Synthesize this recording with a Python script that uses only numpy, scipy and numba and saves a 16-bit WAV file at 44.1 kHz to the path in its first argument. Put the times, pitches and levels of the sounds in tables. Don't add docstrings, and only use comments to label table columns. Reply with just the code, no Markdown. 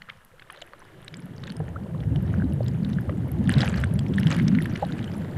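import sys
import numpy as np
from scipy import signal
from scipy.fft import rfft, irfft
from scipy.io import wavfile
from scipy.ndimage import uniform_filter1d
from numba import njit

SR = 44100
rng = np.random.default_rng(int(sys.argv[2]) if len(sys.argv) > 2 else 0)


def output_pcm(signal):
    pcm = np.clip(np.atleast_2d(signal).T, -1, 1) * 32767
    wavfile.write(sys.argv[1], SR, np.round(pcm).astype(np.int16))


N = 237072

# time in seconds, level in dB, centre pitch of the air pockets in Hz.
JET_RUMBLE = [(0.0, -57, 135), (0.66, -62.5, 126), (1.11, -46.5, 153), (1.2, -39.5, 175), (1.68, -32, 127),
              (1.87, -37, 142), (2.05, -24, 120), (2.5, -26, 126), (2.87, -26, 138), (3.19, -27, 148),
              (3.52, -20, 145), (3.79, -22, 119), (3.92, -25, 138), (4.18, -21.5, 163), (4.54, -20.5, 192),
              (4.81, -30.5, 145), (5.21, -26.5, 166), (5.33, -34, 142), (5.38, -22, 134)]
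# pitch in Hz, relative strength in dB.
POCKET_TONE = [(40, -61), (60, -2), (78, -4.5), (100, -4.5), (140, -3), (200, -4), (260, -5.5), (340, -8.5)]
# time in seconds, peak in dB, pitch in Hz,
# spray of smaller bubbles in dB relative to the peak.
CLOSE_BUBBLES = [(0.0196, -39, 2000, -4), (0.088, -40.5, 1270, -30), (0.092, -41, 1650, -30),
                 (0.0978, -36, 3160, -37), (0.1004, -33.5, 2150, -38), (0.249, -42.5, 11300, -30),
                 (0.3366, -49, 480, -30), (0.396, -46, 2130, -1.5), (0.421, -43, 1480, -3),
                 (0.4999, -35, 1230, -5), (0.5026, -44, 2450, -30), (0.5073, -45, 8900, -30),
                 (0.5251, -39.5, 10600, -30), (0.5616, -44, 4080, -30), (0.574, -44, 3630, -30),
                 (0.6168, -38, 3650, -30), (0.6194, -38.5, 6800, -30), (0.6198, -38.5, 653, -30),
                 (0.622, -34.5, 3020, -26), (0.666, -48, 11000, -30), (0.7346, -37.5, 1220, -30),
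                 (0.7345, -46, 534, -30), (0.7944, -47.5, 10200, -40), (0.8187, -42, 1030, -30),
                 (1.0177, -49, 10500, -30), (1.028, -48, 3120, -30), (1.0465, -41.5, 8690, -30),
                 (1.0797, -40.5, 2260, -32), (1.0809, -33, 3820, -16), (1.1402, -40, 2210, 2.5),
                 (1.17, -39, 7550, -30), (1.2037, -46, 10100, -30), (1.258, -45, 11300, -30),
                 (1.364, -48, 5400, -30), (1.381, -44, 4650, -30), (1.4352, -39.5, 1220, -30),
                 (1.438, -35, 3800, -24), (1.471, -39, 3600, -7.5), (1.477, -35, 1550, -8),
                 (1.496, -40, 3930, -30), (1.5005, -47, 1740, -30), (1.502, -33, 4120, -33),
                 (1.5213, -41, 9750, -30), (1.521, -42.5, 3070, -11), (1.567, -42, 4970, -30),
                 (1.568, -39.5, 8550, -30), (1.594, -48, 10100, -30), (1.601, -31.5, 460, -32),
                 (1.6023, -33, 730, -9), (1.6813, -40.5, 1710, -27), (1.6898, -51, 6540, -28),
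                 (1.8119, -28, 202, -33), (1.944, -42, 530, -28), (2.005, -44.5, 3400, -30),
                 (2.0359, -47, 2000, -33), (2.121, -25, 269, -34), (2.123, -28, 145, -28),
                 (2.1599, -36.5, 2970, -17), (2.225, -44, 11700, -30), (2.378, -15.5, 189, -37),
                 (2.419, -38, 650, -30), (2.4371, -19, 261, -30), (2.443, -47.5, 3840, -34),
                 (2.494, -26.5, 318, -30), (2.524, -46, 2700, -30), (2.5345, -38.5, 10770, -30),
                 (2.6066, -41, 820, -30), (2.6312, -43.5, 4200, -30), (2.6441, -43.5, 12000, -30),
                 (2.6636, -42, 3660, -30), (2.681, -42, 3320, 3), (2.7435, -22.5, 144.8, -32),
                 (2.8203, -17.5, 193, -30), (2.832, -46, 4340, -30), (2.848, -35, 3580, -30),
                 (2.86, -25, 251, -30), (2.8769, -18.5, 192, -39), (2.892, -43.5, 10400, -30),
                 (2.9325, -40.5, 3760, -30), (3.0105, -41.5, 11500, -16), (3.0935, -27, 567, -30),
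                 (3.096, -38, 2000, -30), (3.119, -27, 303, -42), (3.2817, -46, 12400, -30),
                 (3.317, -32.5, 11600, -30), (3.3928, -20, 220, -41), (3.4557, -24, 176, -30),
                 (3.4712, -15, 157.3, -39), (3.475, -35.5, 3440, -32), (3.4941, -25, 1710, -16),
                 (3.494, -23, 8930, -32), (3.5034, -32, 3030, -35), (3.516, -33, 2870, -30),
                 (3.521, -30.5, 1480, -10), (3.524, -37, 7750, -4), (3.5397, -23.5, 3780, -35),
                 (3.552, -19.5, 198, -30), (3.5605, -12, 131, -40), (3.5834, -28, 3720, -10),
                 (3.59, -31, 3350, -30), (3.5936, -15, 137.7, -14.5), (3.605, -31, 1900, 7),
                 (3.61, -30, 4900, -17), (3.617, -22.5, 3770, -30), (3.631, -24.5, 1890, -18),
                 (3.6348, -22, 754, -30), (3.6577, -38, 11000, -30), (3.658, -37, 1530, -4),
                 (3.6778, -23.5, 2600, -33), (3.688, -32, 8270, -30), (3.6958, -33, 7040, -30),
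                 (3.741, -31, 1600, -5.5), (3.759, -43, 5550, -3), (3.775, -35.5, 4660, -30),
                 (3.8011, -41, 7740, -3), (3.8116, -44, 9410, -30), (3.838, -25.5, 1550, -6),
                 (3.8433, -34.5, 8500, -30), (3.9391, -33, 10350, -30), (3.991, -30, 3350, -5),
                 (4.0644, -39, 2300, -30), (4.0839, -44, 5300, -18), (4.0983, -24, 335, -30),
                 (4.1289, -27.5, 195, -37), (4.138, -37, 3320, -30), (4.142, -40, 3450, -30),
                 (4.1591, -40, 8050, -30), (4.1688, -19, 199.4, -32), (4.1788, -36.5, 3500, -30),
                 (4.184, -33, 3220, -30), (4.1879, -18.5, 185, -23), (4.1857, -43, 9600, -30),
                 (4.1958, -35, 10300, -30), (4.1995, -35.5, 5440, -6), (4.232, -27.5, 3130, -33),
                 (4.2574, -11.5, 154.7, -27), (4.261, -42, 10800, -30), (4.27, -26, 3120, -15),
                 (4.3044, -31.5, 7650, -30), (4.306, -29, 1620, -24), (4.3142, -30, 6300, -25),
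                 (4.3135, -27, 2820, -28), (4.3245, -29, 2360, -2), (4.3654, -36.5, 10400, -30),
                 (4.3987, -28.5, 2150, -37), (4.4128, -17.5, 212, -27), (4.4315, -45, 12000, -24),
                 (4.4335, -16, 177.5, -35), (4.4698, -19, 132, -34), (4.4812, -26, 5420, -23),
                 (4.4814, -33, 2000, -3), (4.5243, -14, 201, -45), (4.55, -29, 1570, -9),
                 (4.5584, -21, 237, -30), (4.568, -16, 168, -28), (4.6227, -33, 10200, -33),
                 (4.623, -37, 3560, -30), (4.6338, -40, 11900, -30), (4.6585, -37, 11200, -30),
                 (4.6575, -31.5, 1760, -11), (4.6965, -46, 5730, -36), (4.751, -45, 5000, -30),
                 (4.7562, -34, 1950, -30), (4.7593, -30, 2380, -10.5), (4.8245, -19.5, 540, -46),
                 (4.8346, -27.5, 672, -32), (4.8504, -37.5, 3900, -30), (4.868, -45, 10500, -30),
                 (4.9226, -36, 3730, -30), (4.9336, -26.5, 286, -26), (4.9917, -36, 2760, -30),
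                 (5.028, -37, 3300, -30), (5.0429, -38, 3080, -9), (5.118, -43.5, 4700, -30),
                 (5.168, -43, 10700, -30), (5.181, -42.5, 10300, -30)]
# pitch as a ratio to the parent's, trim in dB on the spray level.
SPRAY_BUBBLES = [(1.6, 2), (2.3, 1), (3.4, -11.5)]
# time in seconds, peak in dB, pitch in Hz,
# length above half peak in milliseconds, pitch rise over that length as a fraction.
ROUND_BUBBLES = [(1.7601, -30, 1185, 7.2, 0.2), (1.948, -35.5, 1040, 2.8, .03),
                 (2.34, -26.5, 1450, 1.65, .05), (2.4, -34, 1510, 3, 0.055),
                 (2.4212, -28.5, 1510, 3, 0.046), (2.6064, -20, 544, 4, .03),
                 (2.9857, -26.5, 1540, 2.2, 0.053), (3.0934, -30.5, 1150, 3.5, .03),
                 (4.183, -18, 1740, 2.5, 0.041), (4.587, -19, 1980, 1.4, 0.038),
                 (4.6043, -30, 1830, 3.3, .03), (4.8271, -17.5, 797, 8.2, 0.016),
                 (5.077, -39, 2970, 3.8, .02)]
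# time in seconds, relative level in dB.
CLOUD_BED = [(0, -61), (0.3, -63.5), (0.85, -57), (1.9, -58), (2.6, -55.5), (3.4, -55), (4.1, -54.5),
             (4.5, -48), (5.38, -51.5)]
# time of the peak in seconds, relative level in dB.
FROTH_SURGES = [(0.11, -56.5), (0.55, -51.5), (1.47, -53), (2.302, -52), (2.9, -52), (3.53, -41.5),
                (3.62, -35), (3.78, -42), (4.2, -45), (4.322, -37), (4.78, -49)]
# time in seconds, level in dB.
LARGE_BUBBLES = [(0.0, -95), (0.37, -67.5), (0.55, -61.5), (1.8, -44.5), (2.44, -42), (2.86, -45.5),
                 (3.76, -40.5), (4.55, -47), (4.69, -43.5), (5.38, -41.5)]
# centre in Hz, width in Hz, gain in dB.
SHELL_MODES = [(512, 150, 7.5), (1340, 180, -14), (1664, 760, 12.5), (2880, 450, 5), (3600, 170, -10),
               (4960, 230, -52)]
# frequency in Hz, relative density in dB per Hz.
HISS_TONE = [(25, 2.5), (60, -22), (200, -29), (1000, -19.5), (4000, -38.5), (8000, -35), (12000, -35),
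             (15500, -45)]
# time in seconds, gain in dB.
HISS_GROWTH = [(0, -2.5), (1.5, -1.5), (2.1, 1), (5.38, 3)]
# start in seconds, fade-in in seconds, pitch in Hz, RMS wavering in Hz, level in dB.
WHINE_TONES = [(1.0, 1.0, 9545, 35, -77.5), (5.0, .04, 7380, 80, -75), (5.0, .04, 11900, 120, -80),
               (5.0, .04, 13200, 140, -79)]

SURGE_RISE_DB_PER_S, SURGE_FALL_DB_PER_S = 160, 110
RING_CYCLES, RING_CYCLES_PER_KHZ = 3.83, 0.48
HALF_PEAK_START, HALF_PEAK_SPAN = .23, 2.45
HISS_DB = -55.5
TOP_HZ = 15600


def jets():
    db, centre_hz = columns(JET_RUMBLE)

    def colour(i, hz):
        octaves_off = np.log2(hz / centre_hz[i])
        return on_log(hz, POCKET_TONE) - 9.9 * octaves_off ** 2

    pockets = swarm(count=1600, low_hz=40.5, high_hz=338, cycles=1.0, spread_db=-1.0, glide=0.038,
                    colour_db=colour)
    return undb(db) * pockets


def close_bubbles(shed_db=-9, late_taus=2.5, detune=0.17):
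    s, db, hz, spray_db = np.transpose(CLOSE_BUBBLES)
    tau = ring_time(hz)
    start = s * SR - HALF_PEAK_START * tau
    chance = rng.random((17, len(s)))
    out = ring(N, start, hz, tau, undb(db), 2 * np.pi * chance[0], .005)
    for lag, off, phase in (chance[1:4], chance[4:7]):
        shed_start = start + late_taus * tau * (.5 + lag)
        shed_hz = hz * (1 + detune * (2 * off - 1))
        out += ring(N, shed_start, shed_hz, tau, undb(db + shed_db), 2 * np.pi * phase, .01)
    out += spray(s, db + spray_db, hz, chance[8:].reshape(3, 3, -1))
    return out + housing(snap(s, db, hz, chance[7]))


def spray(s, db, hz, chance, within_ms=3.1, scatter=0.17):
    out = np.zeros(N)
    for (ratio, trim_db), (lag, off, phase) in zip(SPRAY_BUBBLES, chance):
        start = s * SR + lag * within_ms * SR / 1000
        small_hz = np.minimum(hz * ratio * (1 + scatter * (2 * off - 1)), 11500)
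        out += ring(N, start, small_hz, ring_time(small_hz), undb(db + trim_db), 2 * np.pi * phase, .01)
    return out


def snap(s, db, hz, phase, snap_db=1.5, cycles=0.29):
    sharp = np.clip(np.log2(hz / 400) / 2.08, 0, 1)
    return ring(N, s * SR, hz, cycles * SR / hz, sharp * undb(db + snap_db), 2 * np.pi * phase, 0.)


def round_bubbles():
    s, db, hz, ms, rise = np.transpose(ROUND_BUBBLES)
    tau = ms * SR / 1000 / HALF_PEAK_SPAN
    start = s * SR - HALF_PEAK_START * tau
    phase = 2 * np.pi * rng.random(len(s))
    out = np.zeros(N)
    for k in range(len(s)):
        one = slice(k, k + 1)
        out += ring(N, start[one], hz[one], tau[one], undb(db[one]), phase[one], rise[k] / HALF_PEAK_SPAN)
    return out


def cloud():
    db = froth_db()
    clumps = uniform_filter1d(rng.standard_normal(N), size=100)
    clumps = level(uniform_filter1d(clumps, size=100), 0)
    return fizz_bed(db, clumps) + large_bubbles() + crackle(db, clumps) + froth(db, clumps)


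def fizz_bed(db, clumps, wash_db=-1, flicker_db=1.1):
    fizz = swarm(count=6000, low_hz=480, high_hz=5730, cycles=1.0, spread_db=-1.0, glide=0.14,
                 colour_db=lambda i, hz: -1.5 * np.log2(hz / 1500))
    wash = level(rng.standard_normal(N), wash_db)
    far = signal.lfilter(*signal.butter(3, 4600, fs=SR), fizz + wash)
    flicker = undb(flicker_db * clumps)
    return undb(db) * level(housing(far) * flicker, 1.0)


def large_bubbles():
    (db,) = columns(LARGE_BUBBLES)
    large = swarm(count=6000, low_hz=297.5, high_hz=953, cycles=1.38, spread_db=3.0, glide=0.026,
                  colour_db=lambda i, hz: -5.0 * np.log2(hz / 500))
    return undb(db) * large


def crackle(db, clumps, crowding=2.1, swell=.35, clump_db=12):
    crackles = swarm(count=1100, low_hz=1500, high_hz=12000, cycles=1.8, spread_db=2.5, glide=.01,
                     colour_db=lambda i, hz: swell * db[i] - 2.6 * np.log2(hz / 3000),
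                     crowd=undb(crowding * db + clump_db * clumps))
    return undb(-54.5) * crackles


def froth(db, clumps):
    bubbles = swarm(count=500, low_hz=450, high_hz=4970, cycles=2.64, spread_db=1.0, glide=0.031,
                    colour_db=lambda i, hz: 0.13 * db[i] - 6.6 * np.log2(hz / 1500),
                    crowd=undb(3.1 * db + 6 * clumps))
    return undb(-53.5) * bubbles


def froth_db():
    (bed_db,) = columns(CLOUD_BED)
    s, db = np.transpose(FROTH_SURGES)[:, :, None]
    after = np.arange(N) / SR - s
    surges_db = db - np.where(after < 0, -SURGE_RISE_DB_PER_S, SURGE_FALL_DB_PER_S) * after
    power = undb(2 * bed_db) + undb(2 * surges_db).sum(axis=0)
    return 10 * np.log10(power)


def hiss():
    hz = np.maximum(np.arange(N // 2 + 1) * SR / N, 1)
    spectrum = rfft(rng.standard_normal(N)) * undb(on_log(hz, HISS_TONE))
    (growth_db,) = columns(HISS_GROWTH)
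    return level(irfft(spectrum, N), HISS_DB) * undb(growth_db)


def whines():
    t = np.arange(N) / SR
    out = np.zeros(N)
    for start, fade_in, hz, waver_hz, db in WHINE_TONES:
        waver = level(uniform_filter1d(rng.standard_normal(N), size=120), 0)
        tone = np.sin(2 * np.pi * np.cumsum(hz + waver_hz * waver) / SR)
        flutter = undb(3 * waver[::-1])
        out += np.clip((t - start) / fade_in, 0, 1) * level(tone * flutter, db)
    return out


def housing(x, direct=.3):
    return direct * x + sum(undb(gain_db) * band(x, hz, width) for hz, width, gain_db in SHELL_MODES)


def swarm(count, low_hz, high_hz, cycles, spread_db, glide, colour_db, crowd=np.ones(N)):
    when, pitch, big, phase, long = rng.random((count, 5)).T
    start = np.interp(when, np.cumsum(crowd) / np.sum(crowd), np.arange(N))
    hz = low_hz * (high_hz / low_hz) ** pitch
    size_db = -spread_db * np.log(1 - .98 * big) + colour_db(start.astype(int), hz)
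    tau = (.5 + long) * cycles * SR / hz
    return level(ring(N, start, hz, tau, undb(size_db), 2 * np.pi * phase, glide), 0)


@njit
def ring(n, start, hz, tau, size, phase, glide):
    out = np.zeros(n)
    for k in range(len(start)):
        p = phase[k]
        for i in range(int(8 * tau[k])):
            j = int(start[k]) + i
            if j >= n:
                break
            u = i / tau[k]
            p += 2 * np.pi * min(hz[k] * (1 + glide * u), 20000.) / SR
            out[j] += size[k] * u * np.exp(1 - u) * np.sin(p)
    return out


def ring_time(hz):
    cycles = RING_CYCLES + RING_CYCLES_PER_KHZ * hz / 1000
    return cycles * SR / hz / HALF_PEAK_SPAN


def band(x, hz, width):
    return signal.lfilter(*signal.iirpeak(hz, hz / width, fs=SR), x)


def undb(db):
    return 10 ** (np.asarray(db) / 20)


def level(x, db):
    return x * undb(db) / np.sqrt(np.mean(x ** 2))


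def columns(table):
    s, *rest = np.transpose(table)
    return [np.interp(np.arange(N) / SR, s, c) for c in rest]


def on_log(hz, table):
    table_hz, db = np.transpose(table)
    return np.interp(np.log(hz), np.log(table_hz), db)


def scene():
    water = jets() + close_bubbles() + round_bubbles() + cloud()
    water = signal.sosfilt(signal.butter(3, 60, "high", fs=SR, output="sos"), water)
    return (water + hiss() + whines())[None, :]


def record(dry):
    return signal.sosfilt(signal.ellip(12, .2, 60, TOP_HZ, fs=SR, output="sos"), dry)


dry = scene()
out = record(dry)
output_pcm(out)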